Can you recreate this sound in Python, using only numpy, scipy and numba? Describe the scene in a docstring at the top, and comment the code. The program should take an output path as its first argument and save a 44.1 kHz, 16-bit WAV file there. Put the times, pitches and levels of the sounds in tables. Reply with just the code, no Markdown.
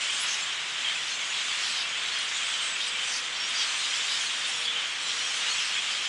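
"""Hundreds of blackbirds chatter in bare trees beyond a house, heard by a small mono camera microphone.
The nearest squeaks and squeals are frequency-modulated tones; rasps are the same with far wider modulation.
Near calls ring in a short scattered echo from the trunks. A middle crowd calls at random within the noise hiss
of far birds, over a town murmur of low-passed noise; a dove, slow gliding tones, coos faintly low down."""
import sys
import numpy as np
from scipy import signal
from scipy.fft import rfft, irfft
from scipy.io import wavfile
from scipy.ndimage import uniform_filter1d
from numba import njit

SR = 44100
rng = np.random.default_rng(int(sys.argv[2]) if len(sys.argv) > 2 else 0)


def bounce(signal):
    """Save signal as a 16-bit WAV file at the path given by the first command-line argument."""
    frames = np.transpose(np.atleast_2d(signal))
    limited = np.clip(frames, -1, 1)
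    pcm = np.round(limited * 32767).astype(np.int16)
    wavfile.write(sys.argv[1], SR, pcm)


N = 268480  # samples in the scene


def undb(db):
    """Amplitude ratio: 20 dB is a factor of ten."""
    return 10 ** (np.asarray(db) / 20)


def level(x, db):
    """Normalisation: scale the signal to an RMS level in dB re 1."""
    return x * undb(db) / np.sqrt(np.mean(x ** 2))


def walk(rate_hz):
    """Low-passed noise: random values held 1 / rate_hz s, averaged twice over that time, scaled to spread 1."""
    hold = max(int(SR / rate_hz), 2)
    steps = np.repeat(rng.standard_normal(N // hold + 1), hold)
    smooth = uniform_filter1d(uniform_filter1d(steps, hold), hold)[:N]
    return smooth / np.std(smooth)


@njit
def syrinx(calls, shake, edge, buzz):
    """Frequency and amplitude modulation: one shaken tone per row.

    Row: t/s, duration/s, start, middle and end f/Hz, wobble/Hz per unit shake, peak amplitude before buzz.
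    edge is the share of a call spent rising, and again falling; buzz is the depth of amplitude shaking.
    """
    out = np.zeros(len(shake))
    for k in range(len(calls)):
        start, size = int(calls[k, 0] * SR), int(calls[k, 1] * SR)
        first, middle, last = calls[k, 2], calls[k, 3], calls[k, 4]
        phase = 0.
        for i in range(min(size, len(out) - start)):
            u = i / size
            chance = (start + i + 7919 * k) % len(shake)  # each call reads another stretch of the shake
            # parabola through the three pitches
            bend = first * (1 - u) * (1 - 2 * u) + 4 * middle * u * (1 - u) + last * u * (2 * u - 1)
            phase += 2 * np.pi * (bend + calls[k, 5] * shake[chance]) / SR
            swell = np.sin(np.pi / 2 * min(1., min(u, 1 - u) / edge))
            size_shake = 1 + buzz * shake[chance - 5000]  # apart from the pitch shake
            out[start + i] += calls[k, 6] * swell * size_shake * np.sin(phase)
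    return out


def tones(rows, wobble_hz, shake_hz, edge, buzz):
    """Nearly periodic oscillation: a small random wobble leaves gliding calls almost pure."""
    s, length, hz, glide, db = np.transpose(rows)
    middle_hz = hz + 0.62 * glide  # 62 % of the glide is done halfway through
    wobble = np.full(len(s), wobble_hz)
    amplitude = np.sqrt(2) * undb(db)  # sine peak from RMS level
    calls = np.column_stack([s, length, hz, middle_hz, hz + glide, wobble, amplitude])
    return syrinx(calls, walk(shake_hz), edge, buzz)


def trunks(x):
    """Multiple scattering: direct sound plus decaying random reflections from trunks and the house wall."""
    t60_s, scatter_db, onset_s = 0.2, -12.5, 0.0064
    t = np.arange(int(t60_s * SR)) / SR
    decay = undb(-60 * t / t60_s)
    tail = rng.standard_normal(len(t)) * decay * np.minimum(t / onset_s, 1)
    tail /= np.sqrt(np.sum(tail ** 2))
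    return x + undb(scatter_db) * signal.fftconvolve(x, tail)[:N]


def crowd():
    """Random superposition: middle-distance birds call at random moments, pitches and distances."""
    count = 9000
    draw = rng.random((count, 7)).T
    start_s = draw[0] * N / SR
    length_s = 0.0148 + 0.068 * draw[6] ** 2
    hz = 1800 + 9200 * draw[1]
    glide = 1 + 0.03987 * (2 * draw[2:4] - 1)  # pitch ratios of the two halves
    middle_hz = hz * glide[0]
    end_hz = middle_hz * glide[1]
    wobble_hz = np.where(draw[4] < 0.6, 30 + 400 * draw[4], 1400.)  # clear to hoarse squeak, or wide rasp
    amplitude = undb(15.4 * draw[5] ** 2)  # few are near and loud
    calls = np.column_stack([start_s, length_s, hz, middle_hz, end_hz, wobble_hz, amplitude])
    return syrinx(calls, np.tanh(walk(1500.)), edge=0.12, buzz=0.23)


def flock():
    """Spectral shaping: hiss and crowd share one colour; two bird bands swell apart over a town murmur."""
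    # base levels of the flock: t/s, low voices level/dB, shrill voices level/dB
    liveliness = [(0, -33.5, -37), (.64, -33.5, -40), (1, -34, -38.5), (2.17, -32.5, -39),
                  (2.9, -33.5, -38), (3.22, -33.5, -38.5), (3.58, -32, -37.5), (3.85, -33.5, -36.5),
                  (4.25, -33.5, -37), (4.51, -33.5, -36.5), (4.78, -32.5, -39.5), (5.02, -33, -39.5),
                  (5.2, -33.5, -35.5), (5.5, -32.5, -37.5), (6.09, -33.5, -38.5)]
    # colour of flock, air and microphone together, before the bands are levelled: f/Hz, relative density level/dB
    colour = [(15, -69), (25, -42.5), (140, -23.5), (386, -22), (728, -15.5), (1240, -6.5), (2280, -2.5),
              (3170, -1), (4410, -8), (7700, -10.5), (10700, -28.5), (22000, -57)]
    crowd_share, shrill_hz, murmur_db, bout_db = 0.29, 3980, -53.5, 0.6  # share is of power

    hz = np.maximum(np.arange(N // 2 + 1) * SR / N, 1.)
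    colour_hz, colour_db = np.transpose(colour)
    gain = undb(np.interp(np.log(hz), np.log(colour_hz), colour_db))
    far = rfft(level(rng.standard_normal(N), 0)) * gain
    middle = rfft(level(trunks(crowd()), 0)) * gain
    share = crowd_share / (1 + (2600 / hz) ** 6)  # lower down only the hiss of far birds is left
    both = np.sqrt(1 - share) * far + np.sqrt(share) * middle

    shrill = 1 / (1 + (shrill_hz / hz) ** 6)
    birds = 1 / (1 + (700 / hz) ** 4)
    low = level(irfft(both * birds * (1 - shrill), N), 0)
    high = level(irfft(both * shrill, N), 0)
    town = level(irfft(both * (1 - birds), N), 0)

    time = np.arange(N) / SR
    s, low_db, shrill_db = np.transpose(liveliness)
    bouts = bout_db * walk(6.32)  # neighbours set each other off in short bouts
    low_voices = low * undb(np.interp(time, s, low_db) + bouts)
    shrill_voices = high * undb(np.interp(time, s, shrill_db) + 2 * bouts)
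    return low_voices + shrill_voices + town * undb(murmur_db)


def dove():
    """Slow modulation: a barely shaken low tone is heard as a soft coo."""
    # coos: t/s, duration/s, start f/Hz, glide/Hz, level/dB
    coos = [(2.8, .66, 488, -5, -61), (4.5, .34, 490, -18, -57.5), (4.93, .64, 482, -3, -59.5)]
    return tones(coos, wobble_hz=2., shake_hz=10., edge=0.2, buzz=0.15)


def rasps():
    """Chaotic vibration: membrane flapping throws the pitch over a wide band, with a faint octave above."""
    # harsh rasps of near birds: t/s, duration/s, nominal centre f/Hz (sounded 1 % lower), level/dB
    harsh_calls = [(0, 0.054, 8400, -47), (0.114, 0.091, 7770, -39.5), (0.206, 0.11, 2190, -38.5),
                   (0.247, 0.13, 5930, -37), (0.797, 0.15, 2870, -37), (1.03, 0.13, 3710, -42),
                   (1.055, 0.09, 5920, -41), (1.29, 0.15, 3185, -36), (1.58, 0.18, 4860, -35.5),
                   (1.72, 0.14, 4520, -37), (2.304, 0.12, 6580, -43), (2.371, 0.1, 3220, -49),
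                   (2.435, 0.15, 7300, -44), (2.773, 0.15, 4620, -39), (2.835, 0.072, 8050, -47),
                   (3.089, 0.13, 5570, -35.5), (3.57, 0.12, 3980, -37), (3.94, 0.051, 5020, -36),
                   (4.056, 0.15, 4500, -36.5), (4.189, 0.076, 5700, -41), (4.46, 0.062, 8700, -43),
                   (4.55, 0.14, 8950, -48), (4.597, .075, 3650, -41), (5.001, 0.067, 8480, -49),
                   (5.056, 0.19, 4790, -42), (5.22, 0.2, 5820, -41), (5.342, 0.055, 9500, -49),
                   (5.526, 0.14, 5780, -38), (5.646, 0.089, 4920, -39), (5.865, 0.14, 4470, -40),
                   (6.01, 0.077, 5650, -42)]
    width_hz, octave_db = 2000, -15.5  # width per unit of frequency ratio; octave re the fundamental
    s, length, hz, db = np.transpose(harsh_calls)
    flap = np.tanh(walk(1800.))

    def partial(ratio, over_db):
        """Harmonic scaling: pitch and its swing are multiplied by the same ratio."""
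        pitch = ratio * hz
        swing = np.full(len(s), 0.5 * ratio * width_hz)
        amplitude = np.sqrt(2) * undb(db + over_db)
        return np.column_stack([s, length, pitch, pitch, pitch, swing, amplitude])

    calls = np.vstack([partial(0.99, 0), partial(2, octave_db)])
    return syrinx(calls, flap, edge=0.42, buzz=0.4)


def squeals():
    """Random point process: rows of fairly near calls scattered around the flock's usual pitch."""
    # swells of the squealing: t/s, softest call level/dB
    chatter = [(0, -49), (.3, -50.5), (.7, -54), (.9, -48), (1.1, -53), (1.35, -48), (1.55, -47), (2, -50),
               (2.35, -52.5), (2.55, -53), (2.9, -47.5), (3.4, -51.5), (3.95, -48.5), (4.15, -49),
               (4.35, -51.5), (4.65, -45), (4.85, -46.5), (5.2, -53), (5.45, -52), (6.09, -46.5)]
    count, usual_hz, range_db = 1300, 3240, 6
    spread, glide_share = 0.062, 0.022  # standard deviations: of log pitch, and of glide as a share of pitch
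    even, bell = rng.random((count, 3)).T, rng.standard_normal((count, 2)).T
    s = even[0] * N / SR
    length_s = 0.01 + 0.035 * even[1] ** 2
    hz = usual_hz * np.exp(spread * bell[0])
    glide_hz = glide_share * bell[1] * hz
    db = np.interp(s, *np.transpose(chatter)) + range_db * even[2]
    return np.column_stack([s, length_s, hz, glide_hz, db])


def squeaks():
    """Self-sustained oscillation: the nearest squeaks and the random squeals are clear, slightly shaken tones."""
    # clear squeaks of the nearest birds: t/s, duration/s, start f/Hz, glide/Hz, level/dB
    nearest = [(0.008, 0.015, 2830, 50, -36.5), (0.018, 0.019, 2590, -30, -36.5),
               (0.069, 0.045, 3070, 20, -36.0), (0.102, 0.014, 8300, 850, -42),
               (0.196, 0.024, 9100, 950, -43), (0.214, 0.03, 10050, 130, -39.5),
               (0.242, 0.008, 10200, 600, -44), (0.28, 0.075, 6400, -300, -39),
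               (0.284, 0.015, 2460, -60, -38.0), (0.42, 0.029, 7340, 30, -39),
               (0.842, 0.052, 3320, -200, -34), (0.895, 0.019, 2110, 130, -38.0),
               (0.954, 0.023, 2550, 50, -34.0), (0.971, 0.019, 2810, -80, -37.5),
               (1.027, 0.017, 3520, 40, -37.5), (1.1, 0.075, 6270, 80, -44),
               (1.114, 0.042, 4200, 90, -40.5), (1.2, 0.017, 6470, -70, -42), (1.24, 0.09, 6600, 300, -46),
               (1.632, 0.023, 3280, -160, -36.0), (1.689, 0.05, 8100, -180, -45),
               (1.73, 0.023, 4060, 30, -40), (1.757, 0.016, 3830, 0, -39.0), (1.765, 0.052, 5030, 0, -42),
               (1.783, 0.022, 3860, -260, -39.5), (1.791, 0.033, 4730, -60, -44.0),
               (1.806, 0.025, 3760, 20, -39.5), (1.829, 0.03, 2620, 40, -38.5),
               (1.885, 0.045, 6600, 150, -45), (1.929, 0.026, 3130, -40, -35.5),
               (2.073, 0.022, 3940, -20, -39.5), (2.118, 0.03, 4390, -40, -39),
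               (2.179, 0.035, 4160, 80, -39), (2.183, 0.02, 8750, 350, -45), (2.21, 0.07, 9020, -60, -46.5),
               (2.27, 0.07, 6250, 150, -46), (2.33, 0.045, 6400, 750, -41), (2.344, 0.03, 3590, -30, -39.0),
               (2.369, 0.036, 8400, 40, -46), (2.383, 0.019, 3290, 200, -36.0),
               (2.153, 0.04, 3240, 60, -36.5), (2.405, 0.05, 3300, -250, -37),
               (2.417, 0.123, 8030, 40, -46), (2.542, 0.023, 3960, -100, -40.0),
               (2.6, 0.185, 8450, -780, -41.5), (2.611, 0.025, 2970, 180, -34.5),
               (2.652, 0.022, 3130, -30, -36.0), (2.749, 0.02, 2690, -30, -37.5),
               (2.81, 0.029, 3700, -90, -38.0), (2.842, 0.019, 3810, -10, -38.5),
               (2.866, 0.034, 5170, -300, -42), (2.868, 0.027, 8120, 220, -41),
               (2.912, 0.029, 3470, -120, -36.0), (2.944, 0.029, 2370, -70, -37.5),
               (3.058, 0.055, 8650, -350, -45), (3.123, 0.066, 8930, -30, -51),
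               (3.137, 0.042, 4280, 490, -40.5), (3.161, 0.035, 4330, 30, -44.0),
               (3.324, 0.016, 3460, 110, -37.5), (3.344, 0.022, 4540, 30, -42.0),
               (3.366, 0.018, 5500, 40, -42), (3.397, 0.05, 5620, -200, -37.5),
               (3.446, 0.028, 5480, 250, -39.5), (3.482, 0.026, 8720, -280, -47),
               (3.538, 0.03, 5680, 40, -43), (3.547, 0.11, 4825, -50, -37), (3.549, 0.041, 4520, 10, -42.0),
               (3.57, 0.086, 5520, 0, -40.5), (3.57, 0.07, 6010, -20, -40),
               (3.584, 0.052, 3280, -20, -34.5), (3.595, 0.052, 4530, -20, -44.0),
               (3.614, 0.02, 3700, 10, -36.0), (3.677, 0.02, 4120, 140, -39.5),
               (3.763, 0.045, 8200, 340, -41), (3.801, 0.025, 3760, 80, -40.0),
               (4.003, 0.019, 3750, 80, -39.0), (4.067, 0.02, 3180, -80, -34.5),
               (4.076, 0.045, 3670, 110, -38), (4.109, 0.019, 3220, -210, -35.5),
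               (4.11, 0.04, 4850, -50, -41), (4.124, 0.032, 4060, -120, -41.0),
               (4.14, 0.02, 3700, -50, -37.5), (4.191, 0.081, 9450, -420, -50.5),
               (4.256, 0.028, 4410, -360, -38.0), (4.389, 0.023, 5180, -30, -41),
               (4.415, 0.025, 3900, 750, -42), (4.43, 0.048, 3550, 70, -39.5),
               (4.479, 0.024, 5120, 260, -41), (4.515, 0.12, 5480, 100, -44),
               (4.539, 0.036, 3340, 70, -35.5), (4.543, 0.037, 6840, 90, -43), (4.55, 0.11, 9700, -30, -57),
               (4.631, 0.023, 3990, 120, -41.5), (4.636, 0.028, 3440, -130, -33.0),
               (4.646, 0.026, 4520, 60, -41.0), (4.665, 0.054, 3400, -10, -32.0),
               (4.671, 0.015, 3180, 10, -35.5), (4.724, 0.017, 2490, -70, -37.0),
               (4.753, 0.042, 3160, -50, -34.0), (4.795, 0.023, 2890, 230, -36.0),
               (4.993, 0.051, 4390, -60, -42.0), (5.01, 0.035, 7300, 550, -44),
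               (5.028, 0.095, 3910, 190, -39.5), (5.042, 0.065, 7370, -200, -43),
               (5.136, 0.18, 6000, -470, -41.5), (5.212, 0.015, 4300, -20, -41.5),
               (5.36, 0.045, 6140, 0, -44.5), (5.421, 0.019, 2850, 0, -36.5),
               (5.44, 0.022, 2390, 70, -38.5), (5.462, 0.033, 2830, 90, -31.5),
               (5.473, 0.075, 4280, 30, -38.0), (5.489, 0.045, 6550, 120, -41),
               (5.53, 0.025, 6700, 600, -44), (5.586, 0.017, 3040, 110, -35.5),
               (5.642, 0.02, 4590, -10, -40.5), (5.646, 0.024, 8280, 90, -42),
               (5.721, 0.022, 4410, -120, -42.0), (5.74, 0.035, 7050, 100, -44),
               (5.752, 0.019, 3180, 10, -35.5), (5.759, 0.026, 2220, 50, -39.5),
               (5.761, 0.039, 3480, -280, -34.0), (5.762, 0.035, 2450, 50, -35.0),
               (5.904, 0.073, 4690, -150, -42.5), (6.064, 0.028, 3060, -80, -37.5)]
    rows = np.vstack([nearest, squeals()])
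    return tones(rows, wobble_hz=22., shake_hz=200., edge=0.16, buzz=0.3)


def scene():
    """Superposition: flock, dove and echoing near calls add into two identical channels."""
    near = trunks(squeaks() + rasps())
    mono = flock() + dove() + near
    return np.array([mono, mono])


def record(dry):
    """Band limitation: the camera's elliptic low-pass cuts the top steeply."""
    top_hz = 10990
    # order 12, 0.3 dB passband ripple, 60 dB stopband attenuation
    low_pass = signal.ellip(12, 0.3, 60, top_hz, fs=SR, output="sos")
    return signal.sosfilt(low_pass, dry)


dry = scene()
out = record(dry)
bounce(out)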